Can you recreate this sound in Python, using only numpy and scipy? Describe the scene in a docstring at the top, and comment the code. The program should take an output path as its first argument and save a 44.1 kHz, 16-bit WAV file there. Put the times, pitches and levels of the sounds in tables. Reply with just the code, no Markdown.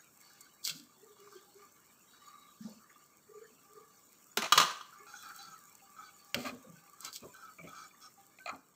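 """Pasta into simmering gravy

Thick gravy simmers in an open pressure cooker in a small kitchen: noise and random clicks through
resonances make the froth fizz and the bubbles gurgle; short soft tones make glugs and low thumps.
Cooked pasta is scraped from a vessel by tiny slips and lands in shaped noise: splashes, slops and smacks.
The vessel clanks and knocks against the cooker as decaying modes, and the hard walls answer."""
import sys
import numpy as np
from scipy import signal
from scipy.fft import rfft, irfft, next_fast_len
from scipy.io import wavfile
from scipy.ndimage import uniform_filter1d, map_coordinates

SR = 44100
rng = np.random.default_rng(int(sys.argv[2]) if len(sys.argv) > 2 else 0)


def waveform_to_disk(signal):
    """Save audio, clipped to [-1, 1], as 16-bit WAV at the path in sys.argv[1]."""
    frames = np.transpose(np.atleast_2d(signal))
    scaled = np.clip(frames, -1, 1) * 32767
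    samples = np.round(scaled).astype(np.int16)
    wavfile.write(sys.argv[1], SR, samples)


N = 385875

# Levels are relative; each sound sets its own reference.
# Every width is that of one of two poles in a row, before the sound's own "broaden" factor.
# strength of the boil, in two stretches: time_s, level_db
BOIL_STRENGTH = [
    [(0.0, -66), (0.66, -66.5), (0.86, -67), (2.67, -65.5), (3.16, -68.5), (3.52, -67), (4.3, -66)],
    [(4.95, -66.5), (5.34, -58), (5.5, -63.5), (7.02, -66.5), (7.15, -63.5), (8.33, -67), (8.75, -71.5)],
]
# surges of bubbling under the rim: start_s, length_s, gurgle_db, hiss_db
BUBBLING_SURGES = [(.2, 0.22, -73, -66.5), (1.16, 0.28, -69.5, -71.5), (1.56, 0.078, -62.5, -80),
                   (1.81, 0.048, -72, -86), (2.08, 0.19, -78, -74), (2.21, 0.24, -67.5, -83),
                   (2.6, 0.11, -72, -64.5), (2.88, 0.14, -73, -99), (3.33, 0.05, -63, -78),
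                   (3.72, 0.25, -72, -99), (4.76, 0.25, -70.5, -81), (5.52, 0.24, -72.5, -93),
                   (5.83, 0.084, -74, -97), (6.08, 0.38, -70.5, -85), (6.59, 0.38, -69, -98)]
SURGE_ATTACK_S, SURGE_RELEASE_S = 0.054, 0.041
# colour of the fizzing froth: frequency_hz, level_db
FROTH_COLOUR = [(2820, -38.5), (4800, -22), (5070, -18.5), (5530, -2.5), (5990, -11.5), (7650, 0.5),
                (8520, -4), (9400, -15), (11500, -13.5), (12700, -5.5), (13400, -6.5), (14900, -3),
                (15500, -6.5)]
# resonances of the air above the gravy: frequency_hz, width_hz, level_db
AIR_CAVITY = [(806.5, 13, 9), (1172, 62, 15.5), (1716, 27, 3), (2187, 150, -0.5), (2873, 26, -22.5),
              (3500, 100, -24), (3910, 24, -17), (4503, 100, -14.5), (4800, 27, -24.5), (5450, 1000, -24.5)]
# resonances of small bubbles bursting at random: frequency_hz, width_hz, level_db
CRACKLE_MODES = [(781, 49, -9), (1189, 67, 3.5), (1390, 120, -5.5), (1672, 50, -3), (2260, 380, -11.5)]
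# colour of many small bubbles: frequency_hz, level_db
BUBBLE_COLOUR = [(400, -39), (750, -14), (1200, -3.5), (1700, -6), (1950, -13), (2300, -8.5), (3200, -11.5),
                 (4500, -16), (5000, -28), (5600, -14), (7000, -3.5), (10000, -42)]
# colour of the low boil, also used for squishing pasta: frequency_hz, level_db
RUMBLE_COLOUR = [(24, -47), (40, -17), (172, 0), (324, -2), (713, -10), (781, -14), (1060, -7.5),
                 (1160, -12), (1500, -10.5), (1950, -31), (3300, -120)]
# steady layers, relative to the boil
HOLLOW_DB, BRIGHT_DB, GURGLE_DB, CRACKLE_DB = -13, -12, -4, -14
LUMPY_DB, LUMPY_KNOTS_PER_S = 7.5, 17  # the hollow layer comes in uneven bursts
FLUTTER_DB, FLUTTER_KNOTS_PER_S = 1.4, 48  # the level of the fizz flutters slightly at random

# big bubbles bursting at the surface: start_s, level_db, centre_hz
BUBBLE_POPS = [(0.301, -58, 1420), (1.161, -58.5, 1110), (1.27, -54, 1200), (1.322, -54, 1220),
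               (1.42, -71, 1270), (2.135, -56, 1390), (2.275, -55, 1250), (2.895, -57.5, 1800),
               (3.0, -68, 1590), (4.924, -51.5, 1348), (5.23, -50, 1400), (5.298, -48, 1480),
               (6.345, -39, 1220), (7.945, -64, 1870)]
POP_T60_S, POP_RISE_S, POP_WIDTH = 0.055, 0.0076, 0.26  # width is a share of the centre frequency

# sharp wet smacks: start_s, peak_db, centre_hz, t60_s
WET_SMACKS = [(.408, -39.5, 7960, 0.047), (.631, -47, 4800, 0.065), (.6497, -22, 5160, 0.06),
              (0.6759, -19, 5640, 0.015), (0.6952, -25.5, 3530, 0.056), (0.706, -33, 6000, 0.011),
              (0.798, -43, 5030, 0.023), (5.7521, -40.5, 7680, 0.014), (6.3447, -14, 2922, 0.028),
              (7.006, -34, 8150, 0.0181), (7.0479, -29.5, 6100, 0.024), (7.06, -39.5, 4680, 0.012),
              (7.129, -34.5, 5330, 0.033), (7.161, -27.5, 5530, 0.012)]
# the pot's walls colour smacks and spray: frequency_hz, level_db
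POT_COLOUR = [(1300, 4.5), (1600, 15.5), (1930, -2.5), (2250, 2.5), (2550, -15), (2750, 0), (2950, -6.5),
              (3350, 3.5), (3780, -6.5), (4100, 1), (4700, 3.5), (5030, -0.5), (5700, -1.5), (8000, 4.5),
              (9300, -7.5), (11500, -5.5), (13000, 4.5)]

# spray thrown up by the pasta: start_s, level_db, rise_s, lowest_hz
PASTA_SPRAYS = [(0.635, -43.5, 0.015, 3810), (.651, -37, 0.024, 2480), (0.727, -54, 0.031, 3600),
                (6.35, -52, 0.055, 3000), (6.442, -45, 0.023, 900), (7.005, -55, 0.018, 3500),
                (7.038, -47, 0.021, 2160), (7.125, -48, 0.019, 3660), (7.148, -45.5, 0.013, 2660),
                (7.72, -62.5, 0.049, 2986)]
# colour of the fine droplets: frequency_hz, level_db
SPRAY_COLOUR = [(470, -53.5), (800, -40), (1230, -17), (2200, 6.5), (3400, 0), (6920, -5.5), (9090, -10.5),
                (15500, -15.5)]
# lumps of pasta sinking in: start_s, rise_s (of the slop), slop_db, squelch_db, squelch_hz
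PASTA_LANDINGS = [(.662, 0.039, -66, -56, 1400), (2.64, 0.039, -59.5, -65, 840),
                  (6.345, 0.031, -45.5, -57, 1250), (6.445, 0.032, -52, -43.5, 1164),
                  (6.505, 0.031, -53, -66, 1100), (6.64, 0.042, -63.5, -77, 1170),
                  (7.02, 0.041, -65.5, -56, 1060), (7.219, 0.028, -51.5, -57, 1115),
                  (7.578, 0.019, -60, -59, 1240), (7.625, 0.028, -54, -60, 2270),
                  (8.472, 0.033, -62, -42.5, 1210), (8.52, 0.027, -63, -53.5, 790)]
SLOP_HZ = 259  # centre of the dull push of displaced gravy
SQUELCH_WIDTH, SQUELCH_RISE = 0.34, 0.77  # shares of the squelch frequency and of the slop's rise time
# every clank jolts the gravy: level relative to the clank, and at most
JOLT_DB, JOLT_MAX_DB, JOLT_RISE_S, JOLT_HZ = -21.5, -43.5, 0.01, 415

# short soft tones, singly or in runs: glugs, low thumps and the falling notes of a scrape:
# start_s, pitch_hz (before gliding), level_db, rise_s, swell_count
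SOFT_TONES = [(.685, 163, -57, 0.049, 1), (.738, 285, -50.5, 0.032, 1), (.805, 239, -55.5, 0.017, 1),
              (.96, 385, -64.5, 0.06, 1), (1.02, 439, -55.5, 0.025, 1), (1.085, 423, -56.5, 0.026, 1),
              (1.175, 409, -57.5, 0.05, 2), (1.3, 1565, -62.5, 0.043, 1), (1.345, 367, -50, 0.015, 1),
              (1.455, 804, -66, .03, 1), (1.541, 399, -55, 0.029, 1), (2.604, 219, -40.5, 0.012, 1),
              (2.646, 220, -38, 0.011, 1), (2.685, 211, -55.5, 0.026, 2), (2.9575, 1180, -53.5, 0.0045, 1),
              (3.281, 420.3, -48, 0.024, 1), (3.343, 433.7, -46.5, 0.026, 2), (3.5, 256.5, -64, 0.048, 1),
              (3.68, 427, -64, 0.042, 1), (3.75, 435, -52, 0.021, 2), (3.932, 1160, -56, 0.012, 1),
              (4.371, 390, -28.5, 0.0051, 1), (4.372, 222, -41, 0.014, 1), (4.554, 165.5, -42, 0.031, 1),
              (4.995, 412, -60.5, 0.015, 2), (5.138, 1450, -42, 0.0032, 1), (5.135, 793, -55.5, 0.0083, 1),
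              (5.38, 801, -53.5, 0.023, 1), (5.47, 168.8, -61.5, 0.019, 1), (5.815, 795, -60, 0.016, 1),
              (5.99, 818, -57, 0.014, 1), (6.342, 563, -42.5, 0.011, 1), (6.356, 244, -39.5, 0.015, 2),
              (6.343, 125, -49, 0.013, 1), (6.372, 400, -50, 0.011, 3), (6.44, 596, -42.5, 0.013, 1),
              (6.445, 249, -36.5, 0.018, 1), (6.515, 241, -46, .02, 1), (6.64, 512, -54.5, 0.013, 1),
              (6.685, 171, -51.5, 0.017, 3), (6.66, 248, -57.5, .015, 2), (6.744, 1522, -58, 0.021, 1),
              (7.218, 249, -50.5, 0.0074, 1), (7.24, 399, -52, 0.011, 1), (7.27, 996, -56.5, 0.023, 1),
              (7.33, 1530, -52, 0.025, 1), (7.375, 1424, -55, 0.029, 1), (7.42, 1314, -51, 0.021, 1),
              (7.585, 653, -58, .018, 2), (7.59, 171.2, -50, 0.045, 1), (7.635, 265.5, -53, 0.012, 2),
              (8.165, 794, -61, 0.022, 1), (8.394, 1528, -54.5, 0.016, 1), (8.522, 259, -50, 0.017, 1)]
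SWELL_GAP, SWELL_LOSS_DB = 2.4, 4.5  # the next swell follows after this many rise times, this much weaker

# a wet spot sizzles on the hot wall
SIZZLE_START_S, SIZZLE_LENGTH_S = 2.07, 0.45
SIZZLE_DB, SIZZLE_HZ, SIZZLE_WIDTH_HZ = -72, 3860, 99

# metal on the cooker's rim: start_s, level_db (of the whole blow), ring_db, tick_db (both on top of it)
RIM_CLANKS = [(4.3717, -13.5, -17.5, -5.5), (4.421, -22.5, -10.5, -11), (4.442, -27.5, -3.5, -17),
              (4.458, -36.5, 6, -29), (4.5225, -10, 4.5, -7), (4.556, -25, -7.5, -21.5),
              (4.5761, -7, 3, -10.5), (4.6, -11.5, -0.5, -22), (4.613, -18, 3.5, -30.5),
              (4.627, -24, 2, -32), (4.637, -30, 0, -31), (4.666, -35.5, 2.5, -28), (4.708, -34.5, 5, -32),
              (4.81, -49, 13.5, -30)]
# the cooker's ringing modes: frequency_hz, level_db
COOKER_MODES = [(1020, -43.5), (1054, -43.5), (1095, -43.5), (1132, -46), (1185, -44), (1209, -42.5),
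                (1244, -44.5), (1393, -47), (1550, -46.5), (1780, -52), (2919, -44), (3005, -47.5),
                (3268, -43), (3348, -49.5), (3569, -53.5), (3955, -46.5), (4215, -53.5), (4440, -60),
                (4512, -47.5), (5390, -48), (5922, -50), (6298, -50.5), (6767, -50.5), (7580, -52.5),
                (7930, -55), (8909, -66), (14005, -57)]
# colour of the metal contact itself: frequency_hz, level_db
CLASH_COLOUR = [(120, -73), (200, -36.5), (450, -23.5), (702, -22.5), (1190, -17.5), (1350, -14.5),
                (1800, -19.5), (2400, -22), (2960, -17.5), (3610, -21.5), (4030, -18), (4920, -25.5),
                (6130, -20.5), (8500, -33), (13600, -41), (15500, -37)]
# colour of edge on edge: frequency_hz, level_db
TICK_COLOUR = [(2000, -56.5), (7000, -3), (10000, -9.5), (13000, -1), (15500, -2)]
BUZZ_WIDTH_HZ = 37  # the chattering rim blurs the cooker's low modes
# every blow flexes the cooker's wall, which the gravy damps at once
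WALL_HZ, WALL_T60_S, WALL_DB = 1208, 0.047, 1.5

# the vessel drags along the rim: start_s, length_s, level_db
RIM_DRAGS = [(4.42, .05, -40.5), (6.351, 0.11, -52.5), (6.45, 0.051, -47), (8.461, 0.031, -46.5)]
# resonances of the hand-held vessel: frequency_hz, width_hz, level_db
VESSEL_MODES = [(705, 30, 8), (1243, 16.8, 9.5), (2120, 42, 4), (2402, 55, 6), (3263, 19, -3.5),
                (4215, 71, 0), (6930, 200, -11.5)]

# strokes scraping pasta along its vessel: start_s, length_s, body_db, rasp_db, main_resonance_hz, rise_s
SCRAPE_STROKES = [(5.065, 0.074, -56, -60.5, 1368, 0.0037), (5.147, 0.085, -60.5, -56.5, 1367, .015),
                  (5.212, 0.1, -51.5, -64, 1347, 0.038), (5.335, .04, -60, -65, 1340, .02),
                  (5.379, 0.072, -56.5, -57, 1362, 0.025), (5.452, 0.088, -54.5, -64.5, 1332, 0.032),
                  (5.962, 0.053, -53.5, -68, 1290, 0.0054), (6.019, .075, -57.5, -66, 1278, .015),
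                  (6.978, 0.1126, -53, -59, 1328, 0.064), (7.334, 0.12, -59.5, -67, 1337, 0.019),
                  (7.46, 0.057, -59.5, -86, 1292, 0.031), (7.661, 0.09, -54.5, -66.5, 1278, 0.017),
                  (7.746, 0.11, -51.5, -60, 1300, 0.039), (7.997, 0.067, -57, -60.5, 1283, .032)]
# low modes of the scraped vessel: frequency_hz (before bending), width_hz, level_db
SCRAPED_MODES = [(796, 54, -3.5), (1193, 28, 3), (1283, 79, 11), (1538, 29.5, 7), (1680, 64, -20),
                 (2347, 68, -4)]
# high modes of the scraped vessel: frequency_hz, width_hz, level_db
RASP_MODES = [(3380, 68, -3), (4020, 38, 1.5), (4530, 70, 0), (5400, 150, -4), (5930, 46, -2),
              (6500, 84, -1), (8380, 240, -11.5)]
SCRAPED_HZ = 1301  # the main resonance at which the low modes are unbent
STROKE_SAG = 0.019  # the resonance starts a stroke this share higher and ends it as much lower
STROKE_RELEASE_S = 0.021

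# damped knocks of the vessel: start_s, peak_db, touch_count
VESSEL_KNOCKS = [(5.066, -57, 1), (6.347, -42, 2), (6.45, -41, 2), (6.492, -41, 1), (6.877, -56.5, 1),
                 (8.386, -46, 1), (8.4591, -29.5, 1), (8.476, -31, 1), (8.4925, -31, 1), (8.546, -51, 1)]
CHATTER_GAP_S = 0.0158  # from one touch of a knock to the next

# sticky clumps of pasta letting go of the vessel: start_s, peak_db
STICKY_CLUMPS = [(7.584, -47), (7.595, -47), (7.611, -46), (7.638, -57), (7.671, -48), (7.694, -54),
                 (7.908, -57), (8.399, -57.5)]
CLUMP_HZ, CLUMP_WIDTH_HZ, CLUMP_T60_S = 2315, 240, 0.03

# how long the kitchen rings: frequency_hz, t60_s
KITCHEN_DECAY = [(100, 0.22), (500, 0.4), (1200, 0.47), (3400, 0.46), (8000, 0.38), (14000, 0.23)]
TOP_HZ = 15600  # the microphone's band limit


def amp(db):
    """Turn decibels into gain."""
    return 10 ** (np.asarray(db) / 20)


def unit(x):
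    """Bring x to an average (rms) level of 1."""
    return x / np.sqrt(np.mean(x ** 2) + 1e-20)


def along(points, hz):
    """Read (frequency, value) points on a logarithmic frequency axis."""
    f, v = np.transpose(points)
    return np.interp(np.log(hz + 1), np.log(f + 1), v)


def filtered(x, response):
    """Multiply the spectrum of x by a response that depends on frequency."""
    m = next_fast_len(len(x) + SR // 4)
    spectrum = rfft(x, m) * response(np.fft.rfftfreq(m, 1 / SR))
    return irfft(spectrum, m)[:len(x)]


def coloured(x, spectrum):
    """Shape x with a (frequency, dB) curve, at rms 1."""
    return unit(filtered(x, lambda hz: amp(along(spectrum, hz))))


def resonance(f, hz, width):
    """A steep-sided resonance: two like poles in a row."""
    return (1j * f * width / (hz * hz - f * f + 1j * f * width)) ** 2


def resonate(x, modes, broaden):
    """Send x through a set of steady resonances, at rms 1."""
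    def response(f):
        return sum(amp(db) * resonance(f, hz, broaden * width) for hz, width, db in modes)
    return unit(filtered(x, response))


def wobble(rate):
    """A smooth random curve, rate knots a second."""
    knots = rng.standard_normal(int(N * rate / SR) + 4)
    coarse = np.arange(0, N, 64)
    smooth = map_coordinates(knots, [coarse * rate / SR])
    return np.interp(np.arange(N), coarse, smooth)


def wander(x, modes, broaden, drift_db, rate):
    """As the source shifts about, it drives each resonance now more, now less."""
    total = np.zeros(N)
    for hz, width, db in modes:
        ringing = filtered(x, lambda f: resonance(f, hz, broaden * width))
        total += amp(db + drift_db * wobble(rate)) * ringing
    return unit(total)


def grains(rate, spread_db, n=N):
    """Random clicks, rate a second on average, whose sizes vary in decibels."""
    hits = rng.random(n) < rate / SR
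    signs = rng.choice([-1, 1], n)
    sizes = amp(spread_db * np.clip(rng.standard_normal(n), -2, 2))
    return unit(hits * signs * sizes)


def second():
    """The one-second time axis of one event."""
    return np.arange(SR) / SR


def swell(rise):
    """A soft push that peaks at 1 after rise seconds."""
    u = second() / rise
    return (u * np.exp(1 - u)) ** 2


def fade(t60):
    """A decay of 60 dB in t60 seconds."""
    return np.exp(-np.log(1000) * second() / t60)


def held(length, attack, release):
    """A gain that rises, holds and dies away."""
    t = second()
    return np.minimum(t / attack, 1) * np.exp(-np.maximum(t - length, 0) / release)


def curve(s, values):
    """One value per sample, on straight lines between the points."""
    return np.interp(np.arange(N) / SR, s, values)


def add(track, s, x):
    """Mix x into the track at s seconds."""
    start = max(round(s * SR), 0)
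    track[start:start + len(x)] += x[:max(N - start, 0)]


def efforts(rows, attacks, release):
    """Turn rows of start, length, low dB and high dB into two gains per sample."""
    low, high = np.zeros(N), np.zeros(N)
    for (s, length, low_db, high_db, *_), attack in zip(rows, np.broadcast_to(attacks, len(rows))):
        shape = held(length, attack, release)
        add(low, s, amp(low_db) * shape)
        add(high, s, amp(high_db) * shape)
    return low, high


def bubbles(patchy_db):
    """Countless small bubbles merge into a gurgle; clusters of like size come and go."""
    z = signal.stft(grains(rate=4000, spread_db=3.5), nperseg=512)[2]
    clusters = uniform_filter1d(rng.standard_normal(z.shape), size=3, axis=0)  # alike in pitch
    clusters = uniform_filter1d(clusters, size=8, axis=1)  # and in time
    patchy = signal.istft(z * amp(patchy_db * unit(clusters)), nperseg=512)[1][:N]
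    return coloured(patchy, BUBBLE_COLOUR)


def simmer():
    """Froth fizzes, bubbles gurgle, crackle and ring the air in the pot, and the boil rumbles below."""
    boil = amp(curve(*np.concatenate(BOIL_STRENGTH).T))
    low, high = efforts(BUBBLING_SURGES, SURGE_ATTACK_S, SURGE_RELEASE_S)
    fizz = coloured(rng.standard_normal(N) + amp(-3.5) * grains(rate=91, spread_db=6.5), FROTH_COLOUR)

    bursts = grains(rate=1700, spread_db=2.0)
    low_air = [mode for mode in AIR_CAVITY if mode[0] < 2500]
    high_air = [mode for mode in AIR_CAVITY if mode[0] >= 2500]
    hollow = wander(bursts, low_air, broaden=1.4, drift_db=3.5, rate=9)
    bright = wander(bursts, high_air, broaden=2.1, drift_db=4.0, rate=14)

    gurgle_gain = amp(GURGLE_DB) * boil + amp(-46) * low + amp(-15) * high
    gurgle = gurgle_gain * bubbles(patchy_db=7.5)
    crackle_gain = amp(CRACKLE_DB) * boil + amp(-13.5) * low
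    crackle = crackle_gain * resonate(grains(rate=280, spread_db=5.0), CRACKLE_MODES, broaden=0.94)
    rumble = coloured(rng.standard_normal(N), RUMBLE_COLOUR) * amp(0.16 * wobble(1.6))

    steady = amp(FLUTTER_DB * wobble(FLUTTER_KNOTS_PER_S)) * fizz
    steady += amp(HOLLOW_DB + LUMPY_DB * wobble(LUMPY_KNOTS_PER_S)) * hollow
    steady += amp(BRIGHT_DB) * bright
    return boil * steady + low * hollow + high * bright + gurgle + crackle + amp(-72) * rumble


def pops():
    """Big bubbles burst and briefly ring the air in the pot."""
    out = np.zeros(N)
    for s, db, hz in BUBBLE_POPS:
        ring = resonate(rng.standard_normal(SR), [(hz, POP_WIDTH * hz, 0)], broaden=0.89)
        rise = np.minimum(second() / POP_RISE_S, 1)
        add(out, s, amp(db + 5.5) * ring * fade(POP_T60_S) * rise)
    return out


def smacks(below_db=-24, above_db=-13):
    """Wet surfaces meet and part with a short broad snap."""
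    out = np.zeros(N)
    for s, db, hz, t60 in WET_SMACKS:
        band = [(hz / 20, -60), (hz / 1.81, below_db), (hz / 1.42, -2),
                (hz * 1.02, 0), (hz * 2, above_db), (hz * 4, -24)]
        noise = coloured(rng.standard_normal(SR), band)
        snap = coloured(noise, POT_COLOUR) * fade(t60)
        add(out, s, amp(db) * snap / np.abs(snap).max())
    return out


def slop(hz, rise):
    """A dull push of displaced gravy: swelling noise in a low band."""
    band = [(hz / 12, -23), (hz / 4, -13), (hz / 3.38, -1), (hz * 2.44, 0), (hz * 3, -13), (hz * 12, -55)]
    return swell(rise) * coloured(rng.standard_normal(SR), band)


def splashes():
    """Pasta pushes gravy aside, squelches and throws up fine droplets; clanks jolt the gravy too."""
    out = np.zeros(N)
    for s, rise, slop_db, squelch_db, hz in PASTA_LANDINGS:
        clicks = grains(rate=1500, spread_db=-0.5, n=SR)
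        squelch = resonate(clicks, [(hz, SQUELCH_WIDTH * hz, 0)], broaden=0.67)
        add(out, s, amp(slop_db) * slop(SLOP_HZ, rise))
        add(out, s, amp(squelch_db) * swell(SQUELCH_RISE * rise) * squelch)
    for s, db, *_ in RIM_CLANKS:
        add(out, s, amp(min(db + JOLT_DB, JOLT_MAX_DB)) * slop(JOLT_HZ, JOLT_RISE_S))
    for s, db, rise, lowest_hz in PASTA_SPRAYS:
        droplets = coloured(grains(rate=7000, spread_db=6.5, n=SR), SPRAY_COLOUR)
        droplets = filtered(droplets, lambda hz: 1 - 1 / (1 + (hz / lowest_hz) ** 8))  # cut the lows
        add(out, s, amp(db) * swell(rise) * coloured(droplets, POT_COLOUR))
    return out


def soft_tones(glide=0.04, tremble=0.35, waver=0.7, slim=1.11):
    """Sine tones swell once or in a run, creep up in pitch and tremble: glugs, thumps and scrape notes."""
    out, t = np.zeros(N), second()
    for s, hz, db, rise, count in SOFT_TONES:
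        run = np.zeros(N)
        for k in range(round(count)):
            add(run, k * SWELL_GAP * rise, amp(db - k * SWELL_LOSS_DB) * swell(rise) ** slim)
        creep = np.tanh(t / (round(count) * rise) - 1)
        pitch = hz * (1 + glide * creep * min(1, 300 / hz))  # above 300 Hz the share of glide shrinks
        phase = 2 * np.pi * np.cumsum(pitch) / SR + waver * wobble(54)[:SR]
        add(out, s, run[:SR] * np.sin(phase))
    return out * (1 + tremble * wobble(90))


def sizzle(attack=0.0077, release=0.029):
    """Gravy boils off the hot wall with a thin, narrow hiss."""
    out = np.zeros(N)
    hiss = resonate(rng.standard_normal(SR), [(SIZZLE_HZ, SIZZLE_WIDTH_HZ, 0)], broaden=0.69)
    add(out, SIZZLE_START_S, amp(SIZZLE_DB) * held(SIZZLE_LENGTH_S, attack, release) * hiss)
    return out


def clanks(clash_t60=0.054, ring_t60=0.052, linger_t60=0.55, linger_db=-25, damping=0.6,
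           tick_t60=0.03, chatter_t60=0.45, chatter_db=-18, buzz_db=-27):
    """The full cooker soon loses most of its ring; its loose rim chatters on and buzzes the low modes."""
    out, t = np.zeros(N), second()
    low_modes = [(hz, BUZZ_WIDTH_HZ, level) for hz, level in COOKER_MODES if hz < 1600]
    wall = amp(WALL_DB) * np.sin(2 * np.pi * WALL_HZ * t) * fade(WALL_T60_S)
    for s, db, ring_db, tick_db in RIM_CLANKS:
        ring = np.zeros(SR)
        for hz, level in COOKER_MODES:
            # a quick loss, then a faint ring that dies sooner at high pitch
            decay = fade(ring_t60) + amp(linger_db) * fade(linger_t60 * (1200 / hz) ** damping)
            strength = amp(level + 34 + rng.normal(0, 2.0))
            ring += strength * decay * np.sin(2 * np.pi * (hz * t + rng.random()))
        clash = coloured(rng.standard_normal(SR), CLASH_COLOUR) * fade(clash_t60)
        touches = grains(rate=700, spread_db=3.0, n=SR)
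        chatter = amp(chatter_db) * coloured(touches, CLASH_COLOUR) * fade(chatter_t60)
        buzz = amp(buzz_db) * resonate(touches, low_modes, broaden=0.95) * fade(linger_t60)
        tick = coloured(rng.standard_normal(SR), TICK_COLOUR) * fade(tick_t60)
        blow = clash + chatter + buzz + amp(ring_db) * (wall + ring) + amp(tick_db) * tick
        add(out, s, amp(db - 8) * blow * (1 - fade(0.0033)))  # the last factor softens the onset
    return out


def drags(attack=0.0066, release=0.0038):
    """The vessel slips along the rim in a dense judder that rings its own resonances."""
    out = np.zeros(N)
    for s, length, db in RIM_DRAGS:
        judder = resonate(grains(rate=1800, spread_db=0.0, n=SR), VESSEL_MODES, broaden=5.5)
        add(out, s, amp(db) * held(length, attack, release) * judder)
    return out


def scrapes(uneven_db=0.9):
    """Tiny slips ring the vessel's low modes and rasp in its high ones; the wet pasta squishes."""
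    start, length, _, _, pitch, rise = np.transpose(SCRAPE_STROKES)
    body, rasp = efforts(SCRAPE_STROKES, rise, STROKE_RELEASE_S)
    slips = grains(rate=2000, spread_db=2.0)
    groan = wander(slips, SCRAPED_MODES, broaden=1.4, drift_db=2.5, rate=25)

    # the shifting load bends the modes: the groan is read faster or slower
    times = np.sort(np.ravel([start, start + length], "F"))
    pitches = np.outer(pitch, [1 + STROKE_SAG, 1 - STROKE_SAG]).ravel()
    position = np.cumsum(curve(times, pitches) / SCRAPED_HZ) % N
    groan = np.interp(position, np.arange(N), groan)

    hiss = wander(slips, RASP_MODES, broaden=2.86, drift_db=4.0, rate=16)
    squish = amp(-14.5) * bubbles(patchy_db=6.0) + amp(-19.5) * coloured(slips, RUMBLE_COLOUR)
    return body * amp(uneven_db * wobble(70)) * (groan + squish) + rasp * hiss


def knocks(touch_t60=0.008, rub_t60=0.059):
    """A sharp touch and a brief rub ring the vessel, which the hand damps at once; some knocks chatter."""
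    out = np.zeros(N)
    for s, db, count in VESSEL_KNOCKS:
        for k in range(round(count)):
            force = rng.standard_normal(SR) * (fade(touch_t60) + 0.4 * fade(rub_t60))
            knock = resonate(force, VESSEL_MODES, broaden=4.7)
            add(out, s + k * CHATTER_GAP_S, amp(db) * knock / np.abs(knock).max())
    return out


def clumps():
    """Each clump that comes unstuck rings one resonance of the vessel in a narrow click."""
    out = np.zeros(N)
    for s, db in STICKY_CLUMPS:
        force = rng.standard_normal(SR) * fade(CLUMP_T60_S)
        click = resonate(force, [(CLUMP_HZ, CLUMP_WIDTH_HZ, 0)], broaden=0.64)
        add(out, s, amp(db) * click / np.abs(click).max())
    return out


def kitchen(x):
    """The walls' answer: a noise tail in which each frequency dies at its own speed."""
    hz, t, z = signal.stft(rng.standard_normal(SR), SR, nperseg=256)
    decay = amp(-60 * t / along(KITCHEN_DECAY, hz)[:, None])
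    tail = signal.istft(z * decay, SR, nperseg=256)[1][:SR]
    tail = tail * (1 - fade(0.023))  # the answer builds up gently
    return signal.fftconvolve(x, tail / np.linalg.norm(tail))[:N]


def scene():
    """Mix all the sounds in and just above the pot; the simmer and sizzle get no answer from the walls."""
    low = soft_tones() + pops()
    wet = splashes() + smacks()
    metal = clanks()
    vessel = knocks() + drags() + clumps() + scrapes()
    room = kitchen(amp(-11) * metal)
    room += kitchen(amp(-16.5) * wet + amp(-22.5) * vessel + amp(-8) * low)
    return (metal + wet + vessel + low + room + simmer() + sizzle())[None]


def record(dry):
    """The microphone thins the deepest bass and keeps nothing above its band limit."""
    def response(hz):
        bass_cut = (1j * hz / (1j * hz + 25)) ** 2
        return (hz < TOP_HZ) * bass_cut
    return filtered(dry[0], response)[None]


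dry = scene()
out = record(dry)
waveform_to_disk(out)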